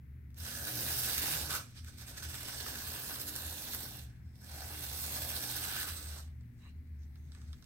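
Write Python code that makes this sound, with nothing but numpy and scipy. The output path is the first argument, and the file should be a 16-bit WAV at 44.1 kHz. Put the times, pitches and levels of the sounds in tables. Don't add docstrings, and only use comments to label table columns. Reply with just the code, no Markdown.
import sys
import numpy as np
from scipy import signal
from scipy.fft import rfft, irfft, next_fast_len
from scipy.io import wavfile
from scipy.ndimage import uniform_filter1d, map_coordinates

SR = 44100
rng = np.random.default_rng(int(sys.argv[2]) if len(sys.argv) > 2 else 0)


def wav_record(signal):
    frames = np.transpose(np.atleast_2d(signal))
    bounded = np.clip(frames, -1, 1)
    quanta = np.round(bounded * 32767).astype(np.int16)
    wavfile.write(sys.argv[1], SR, quanta)


def attenuation_scalar(level_db):
    decades = np.asarray(level_db, float) / 20
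    return 10 ** decades


N = 337365
TIME = np.arange(N) / SR
SIZE = next_fast_len(N + SR)
HZ = np.maximum(np.arange(SIZE // 2 + 1) * SR / SIZE, 1)
FRAME, HOP = 512, 128
BIN_HZ = np.fft.rfftfreq(FRAME, 1 / SR)[:, None]
FRAME_S = np.arange(-(-N // HOP) + 1) * HOP / SR


def in_time(rows):
    s, *columns = np.transpose(rows)
    return [np.interp(TIME, s, column) for column in columns]


def at_hz(points):
    hz, value = np.transpose(points)
    return np.interp(np.log(HZ), np.log(hz), value)


def rms_one(x):
    return x / np.sqrt(np.mean(x ** 2) + 1e-20)


def shaped(x, gain):
    return irfft(rfft(x, SIZE) * gain, SIZE)[..., :N]


def causal(level_db):
    cepstrum = irfft(np.log(attenuation_scalar(level_db)), SIZE)
    cepstrum[1:SIZE // 2] *= 2
    cepstrum[SIZE // 2 + 1:] = 0
    return np.exp(rfft(cepstrum))


def drift(rate_hz):
    return rms_one(shaped(rng.standard_normal(N), 1 / (1 + (HZ / rate_hz) ** 2)))


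def split_ears(level_db):
    return attenuation_scalar(level_db / 2 * [[1], [-1]])


def frames(x):
    return signal.stft(x, nperseg=FRAME, noverlap=FRAME - HOP)[2]


def joined(spectra):
    return signal.istft(spectra, nperseg=FRAME, noverlap=FRAME - HOP)[1][..., :N]


def diffuse(mid_side):
    # frequency in Hz, left-right likeness (1 = the same).
    likeness = [(60, 0.96), (240, 0.81), (950, 0.00028), (3770, 0.2), (15000, -1.1)]
    alike = np.clip(at_hz(likeness), 0, 1)
    mid = shaped(mid_side[0], np.sqrt(1 + alike))
    side = shaped(mid_side[1], np.sqrt(1 - alike))
    return np.array([mid + side, mid - side]) / np.sqrt(2)


def surges(swells, lull_db):
    s, level_db, length = np.transpose(swells)[:, :, None]
    bells = attenuation_scalar(level_db) * np.exp(-(1.65 * (FRAME_S - s) / length) ** 2)
    return np.interp(TIME, FRAME_S, attenuation_scalar(lull_db) + bells.sum(axis=0))


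def room_rumble():
    # middle in seconds, level in dB, length in seconds.
    booms = [(.02, -55, .15), (.26, -50, 0.24), (.43, -43, 0.069), (0.59, -50, 0.14), (0.89, -47.5, 0.17),
             (1.07, -54, 0.068), (1.19, -42, .07), (1.408, -44, 0.096), (1.55, -46.5, 0.11),
             (1.841, -41.5, 0.079), (2.02, -47, 0.059), (2.29, -45, 0.092), (2.7, -55, 0.42),
             (2.895, -51, 0.082), (3.266, -55, 0.074), (3.487, -47, 0.15), (3.778, -48, .08),
             (4.04, -50.5, 0.11), (4.261, -49.5, 0.1), (4.65, -49, 0.47), (5.018, -50, 0.36),
             (5.33, -49.5, 0.23), (5.6, -50, 0.17), (5.91, -45.5, .13), (6.1, -42.5, 0.11),
             (6.326, -44.5, 0.22), (6.75, -43, 0.11), (7.0, -44, 0.22), (7.286, -48.5, 0.29),
             (7.507, -43, 0.063)]
    lumpy = attenuation_scalar(2.06 * drift(15))
    hz = 75.3 + 3.0 * drift(7.8)
    return surges(booms, lull_db=-63.5) * lumpy * np.sin(2 * np.pi * np.cumsum(hz) / SR)


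def mains_hum():
    # time in seconds, level in dB.
    hum_level = [(0, -53.5), (.87, -51.5), (1.3, -56), (2.4, -56), (3.3, -58.5), (4.17, -55.5),
                 (4.55, -62.5), (5.41, -53), (6.16, -68), (6.4, -52.5), (7.2, -76), (7.65, -62)]
    hum = 0
    for multiple, level_db in ((1, in_time(hum_level)[0] + 1), (2, -66)):
        wobble = attenuation_scalar(level_db + 2.5 * drift(2.6))
        hum = hum + wobble * np.sin(2 * np.pi * multiple * 119.8 * TIME + 0.79 * drift(1.1))
    return hum


def room_floor():
    # frequency in Hz, level in dB per Hz.
    floor_colour = [(15, -35), (25, -15.5), (45, -20.5), (60, -6.5), (90, -10), (130, -10.5), (170, -16.5),
                    (250, -23), (330, -31), (600, -47.5), (1200, -49.5), (2100, -41), (3000, -55),
                    (8000, -62), (13000, -52.5), (16000, -51.5)]
    # frequency in Hz, left minus right in dB.
    far_balance = [(60, 2), (180, 0), (550, 2.5), (1650, 11.5), (4970, 0), (15000, 0.5)]
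    colour = attenuation_scalar(at_hz(floor_colour)) * split_ears(at_hz(far_balance))
    return attenuation_scalar(-54.5) * rms_one(shaped(diffuse(rng.standard_normal((2, N))), colour))


def background():
    return (room_rumble() + mains_hum()) * attenuation_scalar(np.array([[.3], [-.3]])) + room_floor()


def contacts(per_s, spread_db, flutter_db, turn_db):
    # time in seconds, turns per second.
    speed = [(.3, 43), (.8, 130), (1.3, 155), (1.45, 130), (1.72, 10.8), (2.1, 37), (2.5, 49), (2.9, 71),
             (3.6, 71), (4.1, 14.2), (4.4, 34), (4.7, 66.6), (5.1, 76), (5.8, 110), (6.25, 42), (6.4, 11)]
    sizes = attenuation_scalar(spread_db * np.minimum(rng.exponential(1, (2, N)), 5)) * rng.choice([-1, 1], (2, N))
    grit = sizes * (rng.random((2, N)) < per_s / SR)
    turns_per_s = in_time(speed)[0] * (1 + 0.0209 * drift(4.75))
    angle = 2 * np.pi * np.cumsum(turns_per_s) / SR
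    turning = np.sin(angle) + 1.74 * np.sin(0.9 * angle)
    return rms_one(grit * attenuation_scalar(flutter_db * drift(130) + turn_db * turning)) / np.sqrt(2)


def swell(rise_s, fall_s):
    # start in seconds, swell in dB, length in seconds.
    throbs = [(0.666, 4, 0.021), (1.134, -0.5, .015), (1.499, 9, 0.068), (1.751, 11, 0.043),
              (1.862, 12, 0.034), (1.975, 10.5, 0.053), (2.067, 11, 0.042), (2.161, 10, 0.027),
              (2.223, 12, 0.027), (2.287, 8.5, 0.02), (2.341, 9, .012), (2.4, 2.5, .023),
              (2.477, 7.5, 0.017), (2.524, 1.5, .015), (2.597, 6.5, 0.012), (2.664, 5, 0.04),
              (2.87, 5, .015), (2.932, 2.5, .031), (3.088, 0, 0.014), (3.146, -2, .023), (3.17, -4.5, 0.16),
              (3.194, 6.5, 0.026), (3.265, 8.5, 0.029), (3.357, 1, 0.012), (3.74, 4, 0.014),
              (3.818, 4.5, 0.023), (4.246, 5, .032), (4.353, 9, 0.014), (4.823, 5.5, 0.024),
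              (5.026, 5, 0.011), (5.325, 3, .025), (5.79, 3.5, 0.041), (5.878, 4.5, 0.026),
              (5.958, 4, 0.026), (6.579, 11, 0.13)]
    # first tight spot in seconds, first turn in seconds,
    # shortening in seconds per turn, swell in dB.
    gear_turns = [
        (.979, 0.0502, 0.0014, 4.3),
        (5.142, 0.0697, 0.000089, 4.7),
    ]
    tight_spots = list(throbs)
    for (first, turn, quicker, top_db), count in zip(gear_turns, (7, 8)):
        for k in range(count):
            start = first + k * turn - quicker * k * (k - 1) / 2
            tight_spots.append((start, top_db, 0.023))
    s, top_db, length = np.transpose(tight_spots)[:, :, None]
    t = FRAME_S - s
    gate = (1 + np.tanh(t / rise_s)) * (1 - np.tanh((t - length) / fall_s)) / 4
    return np.sum(top_db * gate, axis=0)


def ticks(decays_s, trims_db):
    # time in seconds, peak in dB, shell ring in relative dB, fizz in relative dB.
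    slaps = [(0.3047, -66, -7, 2), (0.3445, -57, -19, -6), (1.1804, -24.5, -16, -4),
             (1.8458, -45.5, -16, -5), (1.5073, -32, -9, 0), (2.012, -49, -1, -8), (2.078, -49, -10, -8),
             (2.182, -42, -8, -6), (2.2237, -41, -6, -11), (2.3424, -41, -4, -11), (2.6631, -41, 3, -3),
             (2.867, -48, -13, -4), (3.1597, -39, -4, -5), (3.362, -35, -24, 7), (3.4972, -38, -21, -5),
             (3.7345, -35, -6, 5), (3.7476, -40.5, 1, 11), (3.9702, -51, -18, 11), (4.356, -59, -14, -7),
             (5.04, -38, -10, -3), (5.174, -37, -12, -3), (5.439, -38, -10, -3), (6.1436, -54, -12, -22),
             (6.4096, -63, -5, -15), (6.6206, -67, -6, -15), (6.6455, -65, -6.5, -15),
             (7.0187, -66, -6, -15), (7.0334, -61, -9, -20), (7.157, -60, -4, -13), (7.3196, -53, -10, -25),
             (7.349, -49.5, -6.5, -19.5), (7.4165, -54, -4, -26), (7.5304, -49.5, -4, -23),
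             (7.6252, -53, -6, -22), (7.6424, -52, -30, -16)]
    s, peak_db, shell_db, fizz_db = np.transpose(slaps)
    starts = np.round(s * SR).astype(int)
    levels_db = (peak_db, peak_db + shell_db, peak_db + fizz_db)
    bands_hz = ((2570, 8000), (1070, 2060), (9500, 18000))
    out = 0
    for level_db, band_hz, decay_s, trim_db in zip(levels_db, bands_hz, decays_s, trims_db):
        puffs = np.exp(-np.arange(900) / (decay_s * SR)) * rng.standard_normal((len(s), 900))
        puffs = attenuation_scalar(level_db + trim_db)[:, None] * puffs
        train = np.zeros(N + 900)
        for start, puff in zip(starts, puffs):
            train[start:start + 900] += puff
        band = signal.butter(2, band_hz, "band", fs=SR, output="sos")
        out = out + signal.sosfilt(band, train[:N])
    return out


def body_colour():
    # frequency in Hz, level in dB per Hz.
    whir_tone = [(120, -41.5), (200, -2), (330, -4), (760, -3.5), (1080, -5), (1530, -5), (2290, -4.5),
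                 (3620, -0.5), (6000, -2.5), (10100, -3.5), (12200, 2), (14000, -2), (15800, -6.5)]
    # resonance in Hz, width in Hz, lift in dB.
    resonances = [(296, 20, 3), (751, 56, 3), (1300, 58, 2), (1504, 66, 8), (1680, 104, 5.5), (2800, 36, 5),
                  (3720, 300, 2.5), (4200, 430, 2.5), (5110, 580, 2), (6070, 880, 2), (6300, 430, 0.5),
                  (7070, 860, -4.5), (8170, 1500, 4), (15200, 1800, 6.5)]
    colour_db = at_hz(whir_tone)
    for hz, width, lift_db in resonances:
        colour_db = colour_db + lift_db / (1 + (2 * (HZ - hz) / width) ** 2)
    return attenuation_scalar(colour_db) / np.sqrt(np.mean(attenuation_scalar(2 * colour_db)))


def path_power(colour):
    # time in seconds, effort as gear hiss in dB, brush sparking in dB.
    first_run = [
        (.335, -92, 6),
        (0.371, -59, 5),
        (0.459, -48.5, -1),
        (.6, -48.5, 1.5),
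        (.9, -43.5, 2),
        (1.2, -43.5, 0),
        (1.33, -40, -1.5),
        (1.49, -49, -0.5),
        (1.58, -47, -3.5),
    ]
    second_run = [
        (1.65, -62.5, -6),
        (1.74, -68.5, -3),
        (1.95, -65, -1),
        (2.2, -56.5, -2),
        (2.38, -50, -2),
        (3.1, -49, 3),
        (3.8, -50.5, 3),
        (4.02, -59.5, 4),
        (4.1, -73, -4),
    ]
    third_run = [
        (4.22, -85.5, -11),
        (4.36, -79, 8),
        (4.43, -63, 4),
        (4.55, -53, -0.5),
        (5.0, -47.5, 2.5),
        (5.38, -48, 1.5),
        (5.76, -45, -0.5),
        (5.99, -53.5, 1),
        (6.19, -56.5, -0.5),
    ]
    creep = [
        (6.24, -68.5, -1),
        (6.34, -85.5, -2),
        (6.501, -87, -1),
        (6.97, -87, 5),
        (7.15, -82, 12),
        (7.3, -78, 3),
        (7.335, -72.5, -6),
        (7.47, -73, -6),
        (7.65, -79, 10),
    ]
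    # time in seconds, give in dB.
    table_give = [(.3, -3.5), (.7, 1), (1.5, 2.5), (1.8, -4.5), (2.8, 1), (3.7, 2.5), (4.15, 1.5),
                  (4.6, -1.5), (5.5, 1), (5.9, 0.5), (7.6, -3)]
    # level at cruise in dB, then the shares of effort, of sparking, of throbs, of table give.
    paths = [
        (-47.5, 1.33, 1.07, 0.88, .01),
        (-48, 1.025, 0.026, 0.69, .01),
        (-55, 0.94, -0.65, 0.74, 0.091),
        (-58.5, 0.74, 0.1, 0.41, 0.83),
    ]
    s, effort_db, sparking_db = np.transpose(first_run + second_run + third_run + creep)
    give_db = np.interp(FRAME_S, *np.transpose(table_give))
    throb_db = swell(rise_s=0.0017, fall_s=0.0045)
    below = [1, *(1 / (1 + (BIN_HZ / edge_hz) ** 10) for edge_hz in (9500, 2500, 1000)), 0]
    power = 0
    for k, (cruise_db, follows, sparks, depth, gives) in enumerate(paths):
        run_db = cruise_db + follows * (effort_db + 48) + sparks * sparking_db
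        level_db = np.interp(FRAME_S, s, run_db) - 2.5 + depth * throb_db + gives * give_db
        share = below[k] - below[k + 1]
        share = share / np.mean(share * np.interp(BIN_HZ, HZ, colour ** 2))
        power = power + share * attenuation_scalar(2 * level_db)
    return power


def patches(wide_hz, long_s):
    rows = BIN_HZ / wide_hz + 0 * FRAME_S
    columns = FRAME_S / long_s + 0 * BIN_HZ
    return rms_one(map_coordinates(rng.standard_normal((400, 800)), [rows, columns], order=1, mode="wrap"))


def changing_ring():
    # middle in seconds, length
    # in seconds, Hz, width in Hz, lift in dB.
    body_spells = [(1.557, 0.12, 1300, 530, 6.5), (1.78, 0.089, 4700, 3100, 7.5), (3.9, 0.16, 5300, 500, 5),
                   (2.61, .2, 4300, 270, 1), (3.03, 0.23, 4150, 350, 0), (2.35, .3, 4100, 1000, -4),
                   (1.875, 0.03, 1500, 450, 8.5), (2.18, .05, 1800, 500, 2), (2.245, 0.044, 1600, 460, 3),
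                   (2.305, 0.036, 1500, 370, -1), (2.2, .03, 2300, 700, 6), (5.65, .05, 1460, 400, 4),
                   (5.8, 0.045, 1700, 360, 5.5), (5.37, .05, 4600, 1200, 4.5), (5.51, .05, 4000, 1000, 4),
                   (7.33, .04, 8000, 960, 8), (6.7, 0.12, 4100, 660, 11), (5.7, 0.28, 1140, 260, -3),
                   (4.33, 0.25, 5300, 500, 12), (4.58, 0.2, 790, 210, 11.5), (6.045, 0.46, 8280, 600, 8.5),
                   (6.66, 0.13, 2480, 1800, 20.5), (6.64, 0.086, 3940, 500, 14),
                   (6.65, 0.09, 1080, 400, 17), (6.62, 0.18, 7300, 2200, 7), (5.78, .3, 2500, 970, 2),
                   (3.54, 2.3, 1610, 250, 5), (4.5, 1.4, 3030, 310, -4.5), (2.26, 0.9, 8500, 700, 3),
                   (7.02, 0.069, 6300, 2700, 16), (7.8, 0.14, 6800, 600, 11), (7.22, .14, 6500, 560, 12),
                   (7.45, .3, 6460, 650, 5.5), (6, 0.76, 1250, 300, 5), (7.13, 1.2, 4180, 704, 3.5),
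                   (7.452, 0.6, 8000, 686, 1)]
    # middle in seconds, length in seconds, Hz, width
    # in Hz, lift in dB.
    further_spells = [(0.596, .2, 1620, 400, 5.5), (1.3, 0.14, 400, 150, -6), (1.8, 0.33, 800, 600, -4),
                      (2.12, .14, 620, 170, 8), (2.95, 0.37, 1150, 200, 5), (3.25, 0.27, 810, 200, -5),
                      (4.05, .2, 1000, 500, -4), (4.43, .05, 1550, 400, 4), (7.4, .5, 1050, 300, -3)]
    ring_db = 1.52 * patches(202.3, 0.2)
    ring_db = ring_db + 1.6 * patches(1394.0, .012)
    for middle, length, hz, width, lift_db in body_spells + further_spells:
        near_pitch = np.exp(-(2 * (BIN_HZ - hz) / width) ** 2)
        near_time = np.exp(-(2 * (FRAME_S - middle) / length) ** 4)
        ring_db = ring_db + lift_db * near_pitch * near_time
    return ring_db


def tail(power, room_db):
    t60_s = 0.12
    keep = attenuation_scalar(-120 * HOP / (t60_s * SR))
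    dying = signal.lfilter([0, 1 - keep], [1, -keep], power)
    return attenuation_scalar(room_db) * joined(np.sqrt(dying) * frames(diffuse(rng.standard_normal((2, N)))))


def delayed(x, lag_s):
    return shaped(x, np.exp(-2j * np.pi * HZ * lag_s))


def locomotive():
    # frequency in Hz, left minus right in dB.
    near_balance = [(60, -8), (110, -3), (200, 4.5), (380, 0.5), (700, -2), (1290, 2), (2380, 0),
                    (4400, -7), (8120, -7.5), (15000, -0.5)]
    colour = body_colour()
    power = path_power(colour) * attenuation_scalar(2 * changing_ring()) * (FRAME_S > .3)
    grit = contacts(per_s=9000.0, spread_db=4.0, flutter_db=1.5, turn_db=1.2)
    whir = joined(np.sqrt(power) * frames(grit))
    knocks = ticks(decays_s=(.0013, .004, .0011), trims_db=(4, 12, 3))
    knock_power = np.abs(frames(knocks)) ** 2 * FRAME / 1.5 * attenuation_scalar(-11)
    front, rear = whir[0] + knocks, whir[1]
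    left = delayed(front, .0001) + delayed(rear, 0.00015)
    direct = np.array([left, front + rear])
    heard = direct + tail(power + knock_power, room_db=1.52)
    return shaped(heard, causal(20 * np.log10(colour)) * split_ears(at_hz(near_balance)))


def armature():
    # time in seconds, turns per second, level in dB.
    unbalance = [
        (0.7, 136, -57),
        (0.77, 119.7, -54),
        (0.914, 141, -57),
        (1.284, 158, -56),
        (1.376, 150, -50),
        (1.438, 160, -56.5),
        (1.508, 132, -48.5),
        (1.566, 112, -68),
        (1.62, 107, -54),
    ]
    turns, level_db = in_time(unbalance)
    running = (TIME > unbalance[0][0]) * (TIME < unbalance[-1][0]) * 1.
    running = uniform_filter1d(running, size=2000)
    level = running * attenuation_scalar(level_db + 1 + 2.4 * drift(11.0))
    return level * np.sin(2 * np.pi * np.cumsum(turns + 6.25 * drift(14)) / SR)


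def table_top():
    # middle in seconds, level in dB, length in seconds.
    table_rings = [(.76, -52, .12), (1.0, -66, 0.23), (1.28, -59, .12), (1.46, -57.5, 0.11), (1.6, -65, .1),
                   (1.94, -66.5, 0.064), (2.39, -63.5, 0.24), (2.76, -64, 0.11), (3.07, -61.5, .12),
                   (3.32, -58, 0.12), (3.55, -62.5, .2), (3.85, -62, 0.29), (4.58, -67, .1),
                   (4.78, -56.5, .1), (5.18, -58.5, .14), (5.5, -58.5, 0.16), (5.95, -64.5, 0.21)]
    level = surges(table_rings, lull_db=-83) * attenuation_scalar(1.7 * drift(12.0))
    return level * np.sin(2 * np.pi * np.cumsum(300 + 4.05 * drift(7.4)) / SR)


def scene():
    return background() + locomotive() + armature() + table_top()


def roll_off(x):
    return signal.sosfilt(signal.butter(12, 16500, fs=SR, output="sos"), x)


def record(dry):
    rounded = .17 * np.tanh(dry / .17)
    finished = shaped(rounded, 1 / (1 + (HZ / 15930) ** 600))
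    return roll_off(finished)


dry = scene()
out = record(dry)
wav_record(out)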